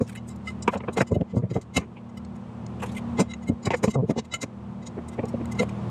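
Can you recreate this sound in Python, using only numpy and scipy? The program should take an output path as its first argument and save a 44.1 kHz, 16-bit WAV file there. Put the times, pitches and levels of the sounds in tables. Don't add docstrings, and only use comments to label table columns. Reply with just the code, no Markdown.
import sys
import numpy as np
from scipy import signal
from scipy.fft import rfft, irfft
from scipy.io import wavfile
from scipy.ndimage import uniform_filter1d

SR = 44100
rng = np.random.default_rng(int(sys.argv[2]) if len(sys.argv) > 2 else 0)


def wav_out(sig):
    wavfile.write(sys.argv[1], SR, np.round(np.clip(np.atleast_2d(sig).T, -1, 1) * 32767).astype(np.int16))


N = 260190

# (pitch [Hz], width [Hz], level [dB])
WHEEL_MODES = [(103.6, 19.3, 4.5), (200.3, 44.6, 3.5), (307, 75, -6), (431.4, 67, 5.5), (542, 85, -1.5),
               (701, 150, -10), (958, 51, -15), (1038, 66, -12.5), (1190, 58, -13.5), (1550, 170, -38),
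               (2100, 740, -22.5), (2376, 300, -11), (2960, 50, -24.5)]
SPOKE_EDGES_HZ = (3300, 9000)
SIZE, LEAD = 16384, 4096
AGE = (np.arange(SIZE) - LEAD) / SR
HZ = np.fft.rfftfreq(SIZE, 1 / SR)


def amp(db):
    return 10 ** (np.asarray(db) / 20)


def unit(x):
    return x / np.sqrt(np.mean(abs(x) ** 2) + 1e-30)


def colour(points, hz):
    point_hz, db = np.transpose(points)
    return amp(np.interp(np.log(hz + 1), np.log(point_hz + 1), db))


def lag(x, seconds):
    keep = np.exp(-1 / (SR * seconds))
    return x[0] + signal.lfilter([1 - keep], [1, -keep], x - x[0])


def add(mix, time, sound):
    start = round(time * SR) - LEAD
    part = mix[max(start, 0):max(start + SIZE, 0)]
    part += sound[max(-start, 0):][:len(part)]


def resonance(hz, width):
    return width * HZ / (width * HZ + 1j * (HZ ** 2 - hz ** 2))


def body(modes, scatter_db, detune):
    hz, width, db = np.transpose(modes)[:, :, None]
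    weight, shift, side = rng.standard_normal((3, len(modes), 1))
    resonances = resonance(hz * (1 + detune * shift), width)
    return unit(np.sum(np.sign(side) * amp(db + scatter_db * weight) * resonances, 0))


def padded(edge_hz):
    return 1 / np.sqrt(1 + (HZ / edge_hz) ** 10)


def envelope(rise, fall):
    swell = np.exp(-np.maximum(-AGE / rise, 0) ** 1.5)
    fade = np.exp(-np.maximum(AGE / fall, 0) ** 1.5)
    return swell, fade


def chatter(per_s, spread_db, hiss):
    sizes = amp(spread_db * np.minimum(rng.exponential(1, SIZE), 3)) * rng.choice([-1, 1], SIZE)
    impacts = unit(sizes * (rng.random(SIZE) < per_s / SR))
    return (impacts + hiss * rng.standard_normal(SIZE)) * (AGE < .15)


def set_bands(sound, shape, edges_hz, levels_db):
    below = [np.zeros_like(HZ)] + [1 / (1 + (HZ / edge) ** 10) for edge in edges_hz] + [np.ones_like(HZ)]
    bands = irfft(np.diff(below, axis=0) * rfft(sound))
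    gains = np.linalg.norm(shape) * amp(levels_db) / np.linalg.norm(bands, axis=1)
    return gains @ bands


def fan(waver=0.42, air_db=-42):
    # (pitch [Hz], level [dB])
    hum_tones = [(79.5, -50.5), (117, -45.5), (199, -44), (233.6, -44.5), (350.4, -60), (504, -61)]
    # (frequency [Hz], relative level [dB])
    air_curve = [(20, -26), (38, -12.5), (52, -19), (75, 1), (120, -1.5), (185, 5), (260, -6.5),
                 (600, -12.5), (1050, -13.5), (1600, -26.5), (3000, -32.5), (5000, -42.5), (8000, -45),
                 (11000, -57), (15500, -80)]
    t = np.arange(N) / SR
    air = unit(irfft(rfft(rng.standard_normal(N)) * colour(air_curve, np.fft.rfftfreq(N, 1 / SR)), N))
    knots = np.linspace(0, t[-1], num=30)
    hum = np.zeros(N)
    for hz, db in hum_tones:
        swell, drift = (waver * np.interp(t, knots, row) for row in rng.standard_normal((2, len(knots))))
        hum += amp(db) * np.sqrt(2) * (1 + swell) * np.sin(2 * np.pi * (hz * t + rng.random()) + drift)
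    return hum + amp(air_db) * air


def room(x, fade_s, wet_db):
    t = np.arange(SR // 2) / SR
    tail = rng.standard_normal(len(t)) * amp(-60 * t / fade_s) * (t > .005)
    tail = signal.lfilter([1], [1, -.7], tail)
    return x + amp(wet_db) * signal.fftconvolve(x, tail / np.linalg.norm(tail))[:N]


def rim_judders(jitter=0.053, hollow_db=-8, release_cycles=1.4):
    # (time [s], length [s], first slip rate [Hz], last slip rate [Hz], level [dB])
    drags = [(1.006, 0.019, 203, 196, -17), (1.363, 0.04, 119.6, 117, -17),
             (3.494, 0.028, 129, 105.7, -30.5), (3.875, 0.02, 221, 203, -16),
             (3.956, 0.055, 137.7, 131.2, -16.5)]
    out = np.zeros(N)
    for time, length, first_hz, last_hz, db in drags:
        wobble = unit(uniform_filter1d(rng.standard_normal(SIZE), size=200))
        slip_hz = np.interp(AGE, [0, length], [first_hz, last_hz]) * (1 + jitter * wobble)
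        cycles = np.cumsum(slip_hz) / SR
        cycles -= cycles[LEAD]
        swing = unit(np.sin(2 * np.pi * cycles))
        slips = np.diff(np.floor(cycles), prepend=np.floor(cycles[0]))
        wheel = body(WHEEL_MODES, scatter_db=3, detune=0.012)
        hollow = unit(irfft(rfft(slips) * wheel * padded(edge_hz=1180) ** 2))
        shape = np.interp(AGE, [-.002, .003, length - .004, length + release_cycles / last_hz], [0, 1, 1, 0])
        add(out, time, amp(db) * unit(swing + amp(hollow_db) * hollow) * shape)
    return out


def wheel_knocks(soft_hz=1150, hard_hz=3100, boost=2.14):
    # (time [s], rise [s], fall [s], thud [dB], body [dB], clack [dB], crack [dB],
    # share of the single blow [0-1], favoured tone [Hz])
    bumps = [(0.01, 0.0055, 0.015, -16, -21, -41, -49.5, 0.21, 533),
             (0.679, 0.0019, 0.014, -21, -21, -18, -28, .45, 199),
             (0.736, 0.0089, 0.017, -45, -30, -31, -45, 0.2, 570),
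             (0.757, 0.0094, 0.015, -27, -29, -31.5, -45, 0.35, 530),
             (0.807, 0.0032, 0.0079, -46, -40, -39, -44, .3, 1400),
             (0.839, 0.0042, 0.012, -46, -37, -43, -48.5, 0, 535),
             (0.885, 0.0069, 0.016, -31, -26.5, -32, -41.5, 0.42, 587),
             (0.981, 0.009, 0.0097, -23, -21, -27.5, -39, 0.2, 494),
             (1.009, 0.0032, 0.0032, -21, -15.5, -21, -27.5, 0.46, 200),
             (1.015, 0.0011, 0.0097, -14.5, -20, -22.5, -27, .4, 200),
             (1.12, 0.0093, 0.015, -14, -19, -37.5, -70, 0.47, 119),
             (1.164, 0.018, 0.015, -15.5, -20, -53, -78, 0.57, 125),
             (1.218, 0.011, 0.0073, -13, -21, -53, -55, 0.53, 223),
             (1.35, 0.012, 0.011, -20, -27.5, -62, -82, 0.07, 116),
             (1.368, 0.003, 0.011, -14.5, -22.5, -38, -61, .45, 222),
             (1.436, 0.013, 0.023, -15.5, -27.5, -58, -53.5, 0.26, 113),
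             (1.512, 0.011, 0.016, -19.5, -27.5, -50, -55, 0.35, 127),
             (1.564, 0.0092, 0.015, -15, -18.5, -30.5, -46, 0.5, 125),
             (1.776, 0.014, 0.017, -16, -25, -25.5, -37, .35, 646),
             (1.824, 0.036, 0.018, -33, -38, -44, -51.5, 0.06, 195),
             (1.971, 0.0076, 0.016, -60, -58, -50, -47.5, 0.3, 2820),
             (2.831, 0.0094, 0.017, -60, -36.5, -36, -46.5, 0.25, 1050),
             (3.204, 0.014, 0.018, -19.5, -25.5, -32.5, -42.5, 0.3, 210),
             (3.497, 0.0097, 0.011, -17, -32, -58, -69, 0.35, 107),
             (3.519, 0.0045, 0.015, -23, -37, -66, -65, 0.22, 95),
             (3.67, 0.012, 0.013, -20.5, -27, -30.5, -36.5, .3, 162),
             (3.706, 0.0006, 0.023, -31, -28, -25, -34, 0.55, 865),
             (3.743, 0.0072, 0.0087, -35, -21, -26.5, -28.5, 0.1, 490),
             (3.84, 0.0065, 0.016, -20.5, -18, -29, -34, 0.42, 504),
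             (3.881, 0.003, 0.0067, -15, -34, -34, -40, 0.3, 200),
             (3.956, 0.0085, 0.0084, -24, -23, -26.5, -81, 0.44, 447),
             (3.988, 0.0079, 0.014, -30.5, -40, -41, -84, 0.6, 900),
             (4.033, 0.015, 0.017, -17.5, -22, -63, -77, 0.41, 410),
             (4.098, 0.008, 0.012, -15, -20, -37, -48, 0.33, 134),
             (4.108, 0.0056, 0.013, -14.5, -22, -34, -43, 0.45, 606),
             (4.163, 0.0041, 0.012, -25, -25.5, -49, -69, .4, 134),
             (4.18, 0.0096, 0.014, -18, -23.5, -30.5, -55, 0.2, 224),
             (4.339, 0.012, 0.019, -35, -39.5, -43, -58, 0.4, 670),
             (4.439, 0.012, 0.0061, -27.5, -29, -36.5, -38.5, 0.4, 198),
             (4.986, 0.011, 0.0083, -39, -32, -51, -55, 0.37, 400),
             (5.194, 0.0095, 0.0098, -28.5, -29.5, -40, -47, 0.4, 610),
             (5.234, 0.0047, 0.021, -32, -32, -43.5, -57, .3, 653),
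             (5.343, 0.004, 0.0075, -31, -29.5, -63, -60, 0.3, 560),
             (5.414, 0.012, 0.0097, -36, -38, -70, -59, 0.5, 305),
             (5.605, 0.008, 0.02, -29, -28.5, -42.5, -58, 0.3, 200),
             (5.632, 0.019, 0.0082, -39, -34, -44, -57, 0.54, 610)]
    edges_hz = (280, 750, 1750)
    out = np.zeros(N)
    for time, rise, fall, *levels_db, blow, ring_hz in bumps:
        swell, fade = envelope(rise, fall)
        push = (1 - blow) * chatter(per_s=970, spread_db=-0.5, hiss=0.64) * swell
        push[LEAD] += blow * np.linalg.norm(swell * fade)
        hardness_db = levels_db[-1] - levels_db[1]
        edge_hz = np.interp(hardness_db, [-30, -14], [soft_hz, hard_hz])
        wheel = body(WHEEL_MODES, scatter_db=1.5, detune=0.039)
        wheel *= 1 + boost * resonance(ring_hz, width=0.18 * ring_hz)
        sound = irfft(rfft(push) * wheel * padded(edge_hz)) * fade
        add(out, time, set_bands(sound, swell * fade, edges_hz, levels_db))
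    return out


def metal_scrape(grit, decay_s):
    # (frequency [Hz], relative level [dB])
    scrape_curve = [(500, -53), (1300, -8), (2200, -1.5), (3200, 0.5), (4500, -0.5), (7000, 1.5),
                    (9000, -10.5), (10500, -19.5), (12500, -23), (14500, -36), (16000, -49)]
    burst = rng.standard_normal(SIZE) * np.exp(-np.arange(SIZE) / SR / decay_s)
    return irfft(rfft(grit) * unit(rfft(burst) * colour(scrape_curve, HZ)))


def tinkle(shape, low_hz=1700, high_hz=13000, width_hz=100, tilt_db=-24, count=14):
    taps = chatter(per_s=500, spread_db=1, hiss=0.15) * shape
    place = (np.arange(count) + rng.random(count)) / count
    modes = np.transpose([low_hz + (high_hz - low_hz) * place, np.full(count, width_hz), tilt_db * place])
    return irfft(rfft(taps) * body(modes, scatter_db=5, detune=0) * padded(edge_hz=9300))


def bundle_rattles(scrape_share=0.71, neighbours=4):
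    # (time [s], rise [s], fall [s], low [dB], middle [dB], high [dB])
    jostles = [(0.079, 0.0094, 0.01, -54, -52.5, -62), (0.098, 0.012, 0.0095, -44, -56, -50),
               (0.126, 0.011, 0.01, -51, -60, -60), (0.156, 0.0045, 0.011, -39.5, -60, -47),
               (2.802, 0.0063, 0.018, -52, -66, -69), (2.833, 0.0096, 0.013, -43.5, -54, -53),
               (2.86, 0.001, 0.012, -51, -59, -57), (2.892, 0.014, 0.02, -56, -64, -69),
               (2.92, 0.004, 0.018, -67, -60, -64), (2.95, 0.0044, 0.011, -55, -63, -63),
               (2.975, 0.0052, 0.012, -45.5, -58, -56.5)]
    out = np.zeros(N)
    for time, rise, fall, *levels_db in jostles:
        shape = np.prod(envelope(rise, fall), axis=0)
        tinkles = sum(tinkle(shape) for _ in range(neighbours))
        rasp = metal_scrape(chatter(per_s=900, spread_db=-0.5, hiss=0.38), decay_s=0.0016)
        sound = (1 - scrape_share) * unit(tinkles) + scrape_share * unit(rasp * shape)
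        add(out, time, set_bands(sound, shape, SPOKE_EDGES_HZ, levels_db))
    return out


def spoke_ring(bright_hz, boost_db=8, boost_octaves=0.086, scatter_db=5, shift_hz=18, twin_db=-8):
    # (pitch [Hz], level [dB])
    tones = [(1332, -1.5), (2072, 13.5), (2695, -7), (2955, -1.5), (3500, -14), (3900, 1), (4320, -7.5),
             (4905, -3), (5258, -8.5), (5568, -5.5), (5950, -11.5), (6265, -6), (6615, -3.5), (6850, -7.5),
             (6955, -0.5), (7295, -1.5), (7830, -9.5), (8040, -10), (8470, -6.5), (8780, -14.5),
             (9230, -17), (9650, -20), (10250, -31), (10700, -26.5), (11750, -37), (12150, -27),
             (12850, -31), (13500, -36), (14400, -44)]
    count = len(tones)
    hz, db = np.transpose(tones)[:, :, None]
    weight, shift, apart = rng.standard_normal((3, count, 1))
    db = db + scatter_db * weight + boost_db * np.exp(-(np.log2(hz / bright_hz) / boost_octaves) ** 2)
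    touches = rng.standard_normal((count, SIZE // 256))
    nudges = uniform_filter1d(np.repeat(np.cumsum(touches, 1), 256, axis=1), size=256)
    nudges *= 0.91 * np.sqrt(hz / 4000)
    phase = 2 * np.pi * ((hz + shift_hz * shift) * AGE + rng.random((count, 1))) + nudges
    beat = 2 * np.pi * (0.017 * apart * hz * AGE + rng.random((count, 1)))
    return unit(amp(db[:, 0]) @ np.sin(phase) + amp(db[:, 0] + twin_db) @ np.sin(phase + beat))


def spoke_clinks():
    # (time [s], rise [s], fall [s], low [dB], middle [dB], high [dB],
    # share of scrape [0-1], favoured tone [Hz])
    clinks = [(0.015, 0.0067, 0.031, -74, -52, -66, 0.4, 6700),
              (0.176, 0.0064, 0.012, -43, -52, -73, 0, 3000),
              (0.293, 0.012, 0.0032, -68, -51.5, -49, 0.34, 7900),
              (0.307, 0.01, 0.019, -56, -57, -61, 0.1, 5300),
              (0.361, 0.0006, 0.0046, -67, -59, -60, 0.8, 6800),
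              (0.477, 0.0038, 0.015, -30.5, -48, -69, 0.11, 4960),
              (0.492, 0.031, 0.022, -53, -55.5, -65, 0.54, 4900),
              (0.626, 0.0025, 0.01, -58, -39.5, -60, 0.1, 8360),
              (0.681, 0.0039, 0.0078, -61, -45, -55, 0.4, 3500),
              (0.744, 0.028, 0.01, -46, -52, -60, 0.57, 3900),
              (0.777, 0.004, 0.0073, -63, -47.5, -79, 0.2, 7700),
              (0.936, 0.0063, 0.011, -61.0, -51, -51.5, 0.3, 8400),
              (0.978, 0.0064, 0.013, -31, -39.5, -49, 0.52, 6800),
              (1.005, 0.012, 0.011, -48, -40, -55, 0.24, 6350),
              (1.014, 0.00068, 0.0093, -38, -34, -45, 0.7, 6750),
              (1.076, 0.0054, 0.015, -49.5, -49, -62, 0.27, 8400),
              (1.117, 0.0019, 0.0182, -54, -53, -76, 0.2, 7300),
              (1.151, 0.0088, 0.01, -41, -51.5, -59.5, 0.24, 3840),
              (1.211, 0.00062, 0.0038, -39, -56, -77, 1, 3500),
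              (1.316, 0.027, 0.011, -54, -63, -87, 0.6, 3880),
              (1.373, 0.017, 0.022, -51.5, -52.5, -62, 0.52, 7040),
              (1.512, 0.0096, 0.0095, -44, -47, -70, 0.5, 3900),
              (1.545, 0.0094, 0.029, -43.5, -48.5, -63, 0.43, 3930),
              (1.614, 0.00082, 0.014, -53, -47.5, -58, 0.55, 7340),
              (1.752, 0.0087, 0.038, -37, -41, -55, 0.32, 3900),
              (1.771, 0.0053, 0.01, -17.5, -24, -32.5, 0.3, 3980),
              (2.097, 0.005, 0.0075, -60, -63, -82, 0, 5600),
              (2.176, 0.0039, 0.0081, -44.5, -51, -58, 0.04, 5000),
              (2.249, 0.00038, 0.0046, -57, -51, -85, 0.1, 4300),
              (2.366, 0.0094, 0.0033, -69, -64, -67, 0.2, 5500),
              (2.665, 0.00094, 0.003, -55, -46.5, -90, 0.2, 5380),
              (2.97, 0.0055, 0.0097, -40.5, -61, -53, 0, 2050),
              (3.19, 0.011, 0.034, -41.5, -49, -69, 0.51, 3900),
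              (3.206, 0.0086, 0.014, -50, -35.5, -43.5, 0.15, 6000),
              (3.316, 0.017, 0.0091, -42, -47.5, -74, 0.23, 4000),
              (3.337, 0.0013, 0.0074, -36.5, -42, -74, 0.14, 6700),
              (3.436, 0.012, 0.0083, -56, -60, -70, 0.3, 7000),
              (3.487, 0.01, 0.011, -41, -51, -54.5, 0.17, 3980),
              (3.634, 0.0059, 0.013, -57.0, -49, -76.5, 0.2, 6750),
              (3.658, 0.0042, 0.014, -43, -33.5, -51, 0.23, 7700),
              (3.707, 0.002, 0.019, -34.5, -45, -67, 0.5, 3500),
              (3.746, 0.008, 0.009, -37, -44.5, -69.0, 0.36, 4800),
              (3.774, 0.015, 0.015, -62, -52.5, -59, 0.45, 6900),
              (3.838, 0.0054, 0.019, -43.5, -34.5, -46.5, 0.35, 6700),
              (3.881, 0.0114, 0.044, -47, -47.5, -63, 0.6, 6900),
              (3.915, 0.017, 0.0058, -41, -42, -48, 0.1, 7100),
              (3.946, 0.0089, 0.0091, -36.5, -41, -67, 0.14, 6000),
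              (4.109, 0.016, 0.0087, -42, -43.5, -54, 0.73, 3900),
              (4.193, 0.014, 0.0081, -35, -32.5, -66, 0.58, 3900),
              (4.252, 0.0073, 0.009, -53, -54.5, -66, 0.5, 7000),
              (4.326, 0.0084, 0.018, -37.5, -38.5, -81.5, 0, 3900),
              (4.339, 0.0015, 0.015, -22, -28.5, -42.5, 0.22, 7000),
              (4.422, 0.0072, 0.0025, -38, -31.5, -43, 0.32, 6800),
              (4.43, 0.0055, 0.0092, -33.5, -32, -46, 0.28, 6727),
              (4.83, 0.0065, 0.0108, -56, -58, -89, 0.2, 3900),
              (4.873, 0.0089, 0.0088, -52.5, -42.5, -66.5, 0.33, 6830),
              (5.088, 0.0043, 0.0076, -58, -54, -53, 0.18, 8600),
              (5.142, 0.019, 0.0067, -55.5, -65, -70.5, 0.6, 3900),
              (5.256, 0.0016, 0.0029, -65, -52, -62, 0.4, 5600),
              (5.288, 0.006, 0.011, -61, -57, -62.5, 0.04, 5500),
              (5.457, 0.0014, 0.0026, -54, -56, -57, 0.15, 7100),
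              (5.523, 0.0059, 0.0082, -48, -52.5, -56, 0.28, 6300),
              (5.553, 0.0032, 0.011, -57, -64, -79, 0, 3900),
              (5.597, 0.0055, 0.01, -29.5, -41, -56, 0.16, 3930),
              (5.632, 0.038, 0.0082, -50.5, -56, -60.5, 0.83, 8500),
              (5.695, 0.0054, 0.0061, -52, -60, -69, 0.75, 6700)]
    out = np.zeros(N)
    for time, rise, fall, *levels_db, scrape_share, bright_hz in clinks:
        shape = np.prod(envelope(rise, fall), axis=0)
        rasp = metal_scrape(chatter(per_s=900, spread_db=1, hiss=0.093), decay_s=0.0044)
        ring = spoke_ring(bright_hz)
        sound = (1 - scrape_share) * unit(ring * shape) + scrape_share * unit(rasp * shape)
        add(out, time, set_bands(sound, shape, SPOKE_EDGES_HZ, levels_db))
    return out


def scene():
    steel = room(spoke_clinks() + bundle_rattles(), fade_s=0.15, wet_db=-27)
    low_cut = signal.butter(4, 66, "highpass", fs=SR, output="sos")
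    wheel = signal.sosfilt(low_cut, wheel_knocks() + rim_judders())
    wheel = room(wheel, fade_s=0.043, wet_db=-32.5)
    return (steel + wheel + fan())[None]


def record(dry, target_db=-20, start_db=-1, recover_db_per_s=8, sense_s=0.011, duck_s=0.0058):
    loudness_db = 10 * np.log10(abs(lag(dry[0] ** 2, sense_s)) + 1e-12)
    allowed_db = target_db - loudness_db
    climb_db = recover_db_per_s * np.arange(N) / SR
    gain_db = climb_db + np.minimum.accumulate(np.minimum(allowed_db - climb_db, start_db))
    levelled = dry * amp(lag(gain_db, duck_s))
    treble_cut = signal.firwin(511, cutoff=15550, window=("kaiser", 9), fs=SR)
    return signal.oaconvolve(levelled, treble_cut[None], "same")


dry = scene()
out = record(dry)
wav_out(out)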